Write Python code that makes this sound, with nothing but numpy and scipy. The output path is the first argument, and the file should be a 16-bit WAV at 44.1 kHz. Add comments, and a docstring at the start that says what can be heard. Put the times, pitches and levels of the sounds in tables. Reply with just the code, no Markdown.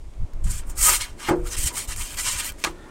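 """Metal peel at a stone oven

A thin metal peel slides over gritty stone, knocks the oven, is shuffled under the pizza and drawn out, its
edge clacking off the lip. Random clicks of grit ring the blade, decaying modes ring the oven, and short
bursts of noise make the taps. Shaped noise makes the wind on a mono microphone, its hiss and the soft burner."""
import sys
import numpy as np
from scipy import signal
from scipy.fft import rfft, irfft
from scipy.io import wavfile
from scipy.ndimage import uniform_filter1d

SR = 44100
rng = np.random.default_rng(int(sys.argv[2]) if len(sys.argv) > 2 else 0)


def store_pcm(level_fs):
    """Save levels as 16-bit WAV."""
    pcm = np.round(np.clip(level_fs, -1, 1) * 32767).astype(np.int16)
    wavfile.write(sys.argv[1], SR, np.atleast_2d(pcm).T)


N = 127890  # length [samples]

# Wind gusts before their flutter: (time [s], level [dB])
WIND_LEVEL = [(0.0, -33), (0.08, -35), (0.14, -45.5), (0.24, -17.5), (0.27, -36.5), (0.31, -38),
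              (0.35, -15.5), (0.39, -23), (0.42, -22), (0.6, -22), (0.62, -29), (0.67, -34), (0.69, -20.5),
              (0.75, -37.5), (0.81, -27), (0.83, -20.5), (0.86, -34), (1.04, -31), (1.07, -43), (1.13, -34),
              (1.16, -43), (1.44, -30), (1.6, -31), (1.61, -37.5), (1.66, -22.5), (1.69, -36), (1.85, -41),
              (1.89, -28.5), (1.95, -41), (2.03, -30), (2.08, -39), (2.24, -40), (2.28, -33), (2.31, -43),
              (2.35, -29), (2.38, -35.5), (2.49, -40.5), (2.5, -32), (2.63, -50), (2.66, -37.5),
              (2.85, -43.5), (2.9, -52)]
# Tone of the wind rumble: (frequency [Hz], density [dB per Hz])
WIND_COLOUR = [(11, -19), (18, 7.5), (32, -4.5), (46, -2.5), (220, -34), (290, -58), (480, -120)]
WIND_FLUTTER_DB, WIND_FLUTTER_PER_S, WIND_EVEN_S = 3.5, 16, 0.035
# Tone of the burner and the microphone hiss: (frequency [Hz], density [dB per Hz])
BACKGROUND_COLOUR = [(88, -17), (150, -13), (209, -12.5), (339, -9), (404, -14), (510, -19.5), (585, -16.5),
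                     (829, -28.5), (1260, -38), (1600, -43), (5570, -48.5), (8380, -47), (15600, -66)]
# Loudness of the burner before its waver, and of the microphone hiss:
# (time [s], low roar [dB], upper roar [dB], microphone hiss [dB])
BACKGROUND_LEVELS = [(0, -53, -60.5, -63.5), (.4, -53.5, -60, -64), (1.4, -51.5, -61, -64),
                     (1.7, -46.5, -53, -56), (2.1, -51.5, -53.5, -64), (2.5, -51.5, -69, -60),
                     (2.75, -46.5, -57, -61), (2.9, -50, -55.5, -59)]
BURNER_WAVER_DB, BURNER_WAVER_PER_S = 1.54, 6.39

# Sharp taps of the edge on stone: (time [s], peak [dB], brightness [Hz], time to fall 60 dB [s])
TAPS = [(0.137, -46, 4000, .02), (.334, -41.5, 9100, 0.03), (0.442, -40, 12000, 0.018),
        (0.635, -37, 2490, 0.02), (0.698, -43, 12000, .02), (1.962, -25, 12000, .02),
        (.893, -5, 9000, .005), (2.6395, -8, 4500, .025), (2.6445, -12, 7500, .018),
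        (2.647, -9.5, 2370, 0.034), (2.666, -25, 4000, 0.075), (0.77, -38, 9000, .03),
        (1.4607, -45, 9000, .03), (2.4455, -20, 12000, .012), (2.521, -30, 16000, 0.016),
        (2.784, -48, 9000, .01)]
TAP_TAIL_DB, TAP_TAIL_TIMES, TAP_LOW_HZ = -16, 3.0, 700  # the tail lasts 3 times as long as the crack

# Scraping, one list a stroke: (time [s], edge hiss level [dB], blade body beside the hiss [dB],
# blade bass beside the hiss [dB], top treble beside the hiss [dB])
STROKES = [
    [(0.42, -76, -6, 12, -14), (0.426, -100, -5, 2, -13), (0.442, -44, -12, -22, -17),
     (0.468, -50, -2.5, -1.5, -14), (0.512, -34, -12.5, -19, -15), (0.53, -42.5, -3, -17, -14)],
    [(0.53, -41.5, -8, -15, -11), (0.592, -40.5, -8, -17, -13), (0.632, -71.5, 5, 13, -10),
     (0.664, -65, -8, -1, -10), (0.67, -58, -15, -13, -10)],
    [(0.67, -56, -15, -8, -6), (0.692, -54, -10, -4, -3.5), (0.7, -41.5, -12, -9, -4),
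     (0.71, -47.5, -10, -14, -9), (0.746, -68, 2, 7, -13), (0.755, -60, -10, -19, -7)],
    [(0.755, -54, -9, -9, -7), (0.783, -34, -9, -13.5, -5), (0.843, -17, -12.5, -22.5, -9.5),
     (0.889, -20, -12, -6.5, -1.5), (0.9, -19, -5, -12.5, -14)],
    [(0.9, -22.5, -3, -9, -11), (0.91, -27, -1.5, -8.5, 2), (0.93, -24.5, -5, -8, -5),
     (0.968, -28.5, -2.5, -15, -5), (0.984, -40.5, -7, -6, -7), (1.0, -38.5, -4, -6, -11)],
    [(1.0, -42, 3, -1.5, -10), (1.016, -35, 3, -9.5, -12), (1.042, -40.5, 3.5, -8, -8),
     (1.072, -56, 4, 4.5, -7), (1.16, -71.5, 2, -5, -10)],
    [(1.16, -75, 0, -6, -6), (1.198, -50.5, 3, 1.5, -12), (1.235, -45, 4, 0.5, -11),
     (1.275, -46.5, 9.5, 4, -3), (1.292, -38, 1.5, 12, -8), (1.336, -62, 8, 23, -20), (1.36, -65, 3, 4, -1)],
    [(1.42, -67, -2, 10, -8), (1.472, -42, -2, -12, -6), (1.504, -48.5, -6, -5, -9),
     (1.524, -34.5, -4.5, -14.5, -11), (1.554, -43, 4.5, -4, -10), (1.565, -52, -9, -8, -12)],
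    [(1.565, -36.5, -3, -17, -15), (1.589, -33.5, -7.5, -26, -7), (1.677, -29, -6.5, -26, -12),
     (1.713, -52, 3.5, -1, -12), (1.73, -45, -8, -9, -5)],
    [(1.73, -47, -16, -13, -3), (1.746, -43.5, -1, -14, -6), (1.772, -30.5, -8, -10, -8),
     (1.816, -35.5, -4, -25, -14), (1.844, -41.5, -3, -18, -4), (1.87, -59, 1, -7, -9)],
    [(1.87, -62, -2, -4, -9), (1.876, -42, -7, -18, -10.5), (1.886, -40, -6, -8.5, -6),
     (1.922, -35, -1.5, -9.5, -15), (1.958, -51.5, -2, -15, -12)],
    [(1.958, -48, -3, -20, -10), (1.964, -40, -15, -14.5, -14), (2.018, -36.5, 0, -9, -7),
     (2.036, -39, -7, -17, -11), (2.082, -46, 0, -18, -8), (2.15, -44.5, -0.5, -5.5, -4)],
    [(2.15, -52, -5, -11, 1), (2.19, -30.5, 0.5, -9, -11), (2.228, -38, -6.5, -19, -8),
     (2.268, -30, -0.5, -11, -15), (2.318, -30, -4.5, -15, -11), (2.37, -39, 2, -7, -12)],
    [(2.37, -39, -7, -12, -15), (2.4, -29.5, -0.5, -7.5, -5), (2.422, -43, 3, -3.5, -12),
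     (2.442, -36, -4.5, -10, -5), (2.5, -41, 0, -10, 0.5), (2.515, -62, 1, 4.5, -16)],
    [(2.57, -67.5, 0, 5, -12), (2.6, -51.5, -3, -3, -5), (2.63, -54, 4, -10, -8)],
    [(2.658, -43, -2, 10, -21), (2.674, -45.5, 1, 13, -18), (2.7, -59.5, 6.5, -7, -3),
     (2.753, -71, 2, 12, -12), (2.76, -65, 8, 8, -20)],
]
# Tone of the edge hiss and top treble: (frequency [Hz], density [dB per Hz])
EDGE_COLOUR = [(2350, -30), (4000, -33), (4480, -3), (5260, -7.5), (7810, 3.5), (8810, 3.5), (12100, -14),
               (13800, -18), (15700, -23)]
# Tone of the blade's body and bass: (frequency [Hz], density [dB per Hz])
BODY_COLOUR = [(320, -40), (550, -8), (719, -11), (788, -11), (1210, 3.5), (1740, 0), (2220, -2),
               (2550, -7), (5000, -10.5), (6500, 3), (11000, -120)]
# Strongest resonances of the blade: (frequency [Hz], width [Hz], level before width and scatter [dB])
BLADE_MODES = [(1004, 53, 13), (1246, 120, 6), (1470, 35, 6), (1620, 130, 3), (2185, 48, -23),
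               (3155, 66, -2)]
BLADE_DB, MODE_SCATTER_DB = -12.5, 4  # strong modes beside the rest of the blade; their random spread
SPLIT_HZ = 2017, 5080, 12760  # bass | body | edge | top
GRIT_PER_S, GRIT_SPREAD_DB = 14000, 1.9
CHATTER_DB, CHATTER_PER_S = 0.8, 200
CONTACT_PLACES, CONTACT_MOVES_PER_S = 9, 35
DENSE_RING_DB = -18  # ring of the blade's many dense modes beside the bare click
EDGE_T60_S, BODY_T60_S = 0.046, 0.043  # time to fall 60 dB

# Single blade modes that sing: (start [s], length [s], frequency [Hz], width [Hz], level before the fade [dB])
SINGS = [(.79, 0.18, 1250, 30, -32.5), (0.811, 0.16, 378, 21.8, -43), (1.186, 0.1, 910, 40, -52),
         (1.452, 0.028, 1360, 79.4, -40.5), (1.497, 0.047, 6100, 250, -36.5), (1.622, 0.23, 960, 44.6, -46),
         (2.249, 0.065, 1035, 40, -37.5), (2.7, .24, 1800, 56, -56), (2.718, 0.23, 1395, 80, -54.5),
         (2.797, .2, 886, 89, -54), (2.757, .14, 3500, 200, -62)]

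# Blade bumps the oven: (time [s], level before halving [dB], contact [s], change of the low modes [dB])
KNOCKS = [(0.894, -28.5, 0.00058, -8), (1.286, -15, 0.00055, -8), (1.294, -14, 0.00099, -6.5),
          (1.309, -7, 0.0016, -1.5), (2.671, -28.5, 0.00048, 1)]
# Modes of the oven's steel shell: (frequency [Hz], level before changes [dB], time to fall 60 dB [s])
OVEN_MODES = [(163.5, -11.5, 0.4), (328.5, -2.5, 0.28), (358, 2.5, 0.35), (428, -11, 0.33),
              (484.6, -10, 0.6), (837, 1, 0.14), (1150, -5, 0.1)]
OVEN_SCATTER_DB = 2.0
THUD_GAIN, THUD_T60_S, THUD_LOW_HZ, THUD_HIGH_HZ = 3.557, 0.24, 267, 1680

TOP_HZ = 15800  # the microphone cuts above this


def undb(db):
    """Turn decibels into a plain multiplier."""
    return 10 ** (np.asarray(db) / 20)


def unit(x):
    """Scale a sound to an average (RMS) strength of 1."""
    return x / np.sqrt(np.mean(x ** 2))


def curve(table, col=1):
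    """Draw straight lines over time through one column of a table."""
    table = np.array(table, float)
    return np.interp(np.arange(N) / SR, table[:, 0], table[:, col])


def colour(x, points):
    """Shape the tone by (Hz, dB) points, fading below the first and holding the last level above."""
    hz, db = np.array(points, float).T
    f = np.maximum(np.arange(len(x) // 2 + 1) * SR / len(x), 1)
    gain = undb(np.interp(np.log(f), np.log(hz), db))
    low_fade = np.minimum(f / hz[0], 1) ** 2
    return irfft(rfft(x) * gain * low_fade, len(x))


def band(x, lo_hz, hi_hz, order=4):
    """Keep only the part of a sound between two frequencies."""
    edges = [lo_hz, min(hi_hz, .45 * SR)]
    return signal.sosfilt(signal.butter(order, edges, "band", fs=SR, output="sos"), x)


def walk(rate):
    """Glide between random levels, `rate` of them a second, with an RMS of 1."""
    k = int(SR / rate)
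    steps = np.repeat(rng.standard_normal(N // k + 1), k)
    return unit(uniform_filter1d(steps, k)[:N])


def ring(modes, length=.6):
    """Add up the fading tones that a blow sets off in a solid thing."""
    t = np.arange(int(length * SR)) / SR
    return sum(undb(db - 60 * t / t60) * np.sin(2 * np.pi * hz * t) for hz, db, t60 in modes)


def burst(t60, length=.3):
    """Stand in for many close modes of sheet metal with a fading noise."""
    t = np.arange(int(length * SR)) / SR
    return rng.standard_normal(len(t)) * undb(-60 * t / t60)


def add(out, x, s):
    """Mix a short sound into a longer one, starting at s seconds."""
    i = int(s * SR)
    out[i:i + len(x)] += x[:N - i]


def wind():
    """Gusts buffet the microphone: a rumble is evened out, then shaped into bumps."""
    rumble = colour(rng.standard_normal(N), WIND_COLOUR)
    power = rumble ** 2
    for _ in range(2):
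        power = uniform_filter1d(power, int(WIND_EVEN_S * SR))
    gust_db = curve(WIND_LEVEL) + WIND_FLUTTER_DB * walk(WIND_FLUTTER_PER_S)
    gust_db = uniform_filter1d(gust_db, SR // 100)  # soften over 10 ms
    return rumble / np.sqrt(power) * undb(gust_db)


def burner_and_microphone_hiss():
    """Shaped noise makes a broad soft burner roar that wavers, and a microphone hiss that does not waver."""
    noise = colour(rng.standard_normal(N), BACKGROUND_COLOUR)
    low = unit(band(noise, 100, 900)) * undb(curve(BACKGROUND_LEVELS))
    upper = unit(band(noise, 900, 2400)) * undb(curve(BACKGROUND_LEVELS, col=2))
    microphone_hiss = unit(band(noise, 2400, SR)) * undb(curve(BACKGROUND_LEVELS, col=3))
    waver = undb(BURNER_WAVER_DB * walk(BURNER_WAVER_PER_S))
    return waver * (low + upper) + microphone_hiss


def taps():
    """The edge hits stone: a dry crack of noise with a longer, softer tail."""
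    out = np.zeros(N)
    for s, peak_db, bright_hz, t60 in TAPS:
        tap = burst(t60) + undb(TAP_TAIL_DB) * burst(t60 * TAP_TAIL_TIMES)
        tap = band(tap, TAP_LOW_HZ, bright_hz, order=1)
        # a second gentle treble cut, up to an octave higher
        tap = signal.sosfilt(signal.butter(1, min(2 * bright_hz, .45 * SR), fs=SR, output="sos"), tap)
        add(out, tap / np.abs(tap).max() * undb(peak_db), s)
    return out


def grit_clicks():
    """Grains catch the edge at random moments with uneven strength, and their force chatters."""
    hits = (rng.random(N) < GRIT_PER_S / SR) * rng.standard_normal(N)
    extra_db = GRIT_SPREAD_DB * np.minimum(rng.exponential(size=N), 3.5)
    grit = hits * undb(extra_db)
    return unit(grit * undb(CHATTER_DB * walk(CHATTER_PER_S)))


def blade_ring():
    """Ring the strongest blade modes, with random levels for one place of contact."""
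    modes = []
    for hz, width, db in BLADE_MODES:
        level = db + 10 * np.log10(width) + MODE_SCATTER_DB * rng.standard_normal()
        modes.append((hz, level, 2.6 / max(width, 15)))  # wide resonances die sooner
    return ring(modes, .3)


def scrape():
    """Grit clicks ring the blade, whose strong modes change as the contact moves between places."""
    rows = [row for stroke in STROKES for row in stroke]
    before = (rows[0][0] - .01, -100, 0, 0, 0)
    after = (rows[-1][0] + 0.0036, -100, 0, 0, 0)
    rows = [before] + rows + [after]
    grit = grit_clicks()

    # share the force among the places, keeping its total power
    places = np.array([walk(CONTACT_MOVES_PER_S) for _ in range(CONTACT_PLACES)]) ** 2
    places = places / np.sqrt(np.sum(places ** 2, axis=0))
    rings = [blade_ring() for _ in places]
    quiet = np.zeros(len(rings[0]))  # room ahead of each click for the tone shaping

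    edges = [450, *SPLIT_HZ, SR]
    parts = [(BODY_COLOUR, BODY_T60_S, 3), (BODY_COLOUR, BODY_T60_S, 2),
             (EDGE_COLOUR, EDGE_T60_S, 0), (EDGE_COLOUR, EDGE_T60_S, 4)]  # bass, body, edge, top
    out = 0
    for k, (shape, t60, col) in enumerate(parts):
        lo_hz, hi_hz = edges[k], edges[k + 1]
        beside_db = curve(rows, col=col) if col else 0
        force = grit * undb(curve(rows) + beside_db)
        for place, strong in zip(places, rings):
            click = np.r_[quiet, 1, undb(DENSE_RING_DB) * burst(t60)[1:]]
            body = unit(band(colour(click, shape), lo_hz, hi_hz))
            if k < 2:  # strong modes only in the bass and body
                body = body + undb(BLADE_DB) * unit(band(np.r_[quiet, strong], lo_hz, hi_hz))
            body = body / np.sqrt(np.sum(body ** 2))
            heard = signal.oaconvolve(force * place, body)
            out = out + heard[len(quiet):len(quiet) + N]
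    return out


def sings():
    """Rubbing or shaking drives one blade mode: noise through a narrow filter swells and fades."""
    out = np.zeros(N)
    for s, length, hz, width, db in SINGS:
        size = int(length * SR)
        peak = signal.iirpeak(hz, hz / width, fs=SR)
        tone = signal.lfilter(*peak, rng.standard_normal(N // 8))[-size:]
        add(out, unit(tone) * np.sqrt(np.hanning(size)) * undb(db), s)
    return out


def knocks():
    """Soft blows ring the modes of the oven's steel shell, with a dull thud of fading noise."""
    out = np.zeros(N)
    for s, db, contact_s, hollow_db in KNOCKS:
        push = np.hanning(int(contact_s * SR) + 3)  # a longer push sounds duller
        modes = []
        for hz, mode_db, t60 in OVEN_MODES:
            low_db = hollow_db * (hz < 2 * THUD_LOW_HZ)
            modes.append((hz, mode_db + low_db + OVEN_SCATTER_DB * rng.standard_normal(), t60))
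        thud = THUD_GAIN * band(burst(THUD_T60_S, .6), THUD_LOW_HZ, THUD_HIGH_HZ)
        blow = np.convolve(ring(modes) + thud, push / push.sum())
        add(out, blow * undb(db) / 2, s)
    return out


def scene():
    """Mix all the sounds and put the same mix in both channels."""
    mix = wind() + burner_and_microphone_hiss() + taps() + scrape() + sings() + knocks()
    return np.tile(mix, (2, 1))


def record(dry):
    """The microphone rounds the loudest peaks and cuts the top."""
    rounded = .85 * np.tanh(dry / .85)
    return signal.sosfilt(signal.ellip(10, .2, 80, TOP_HZ, fs=SR, output="sos"), rounded)


dry = scene()
out = record(dry)
store_pcm(out)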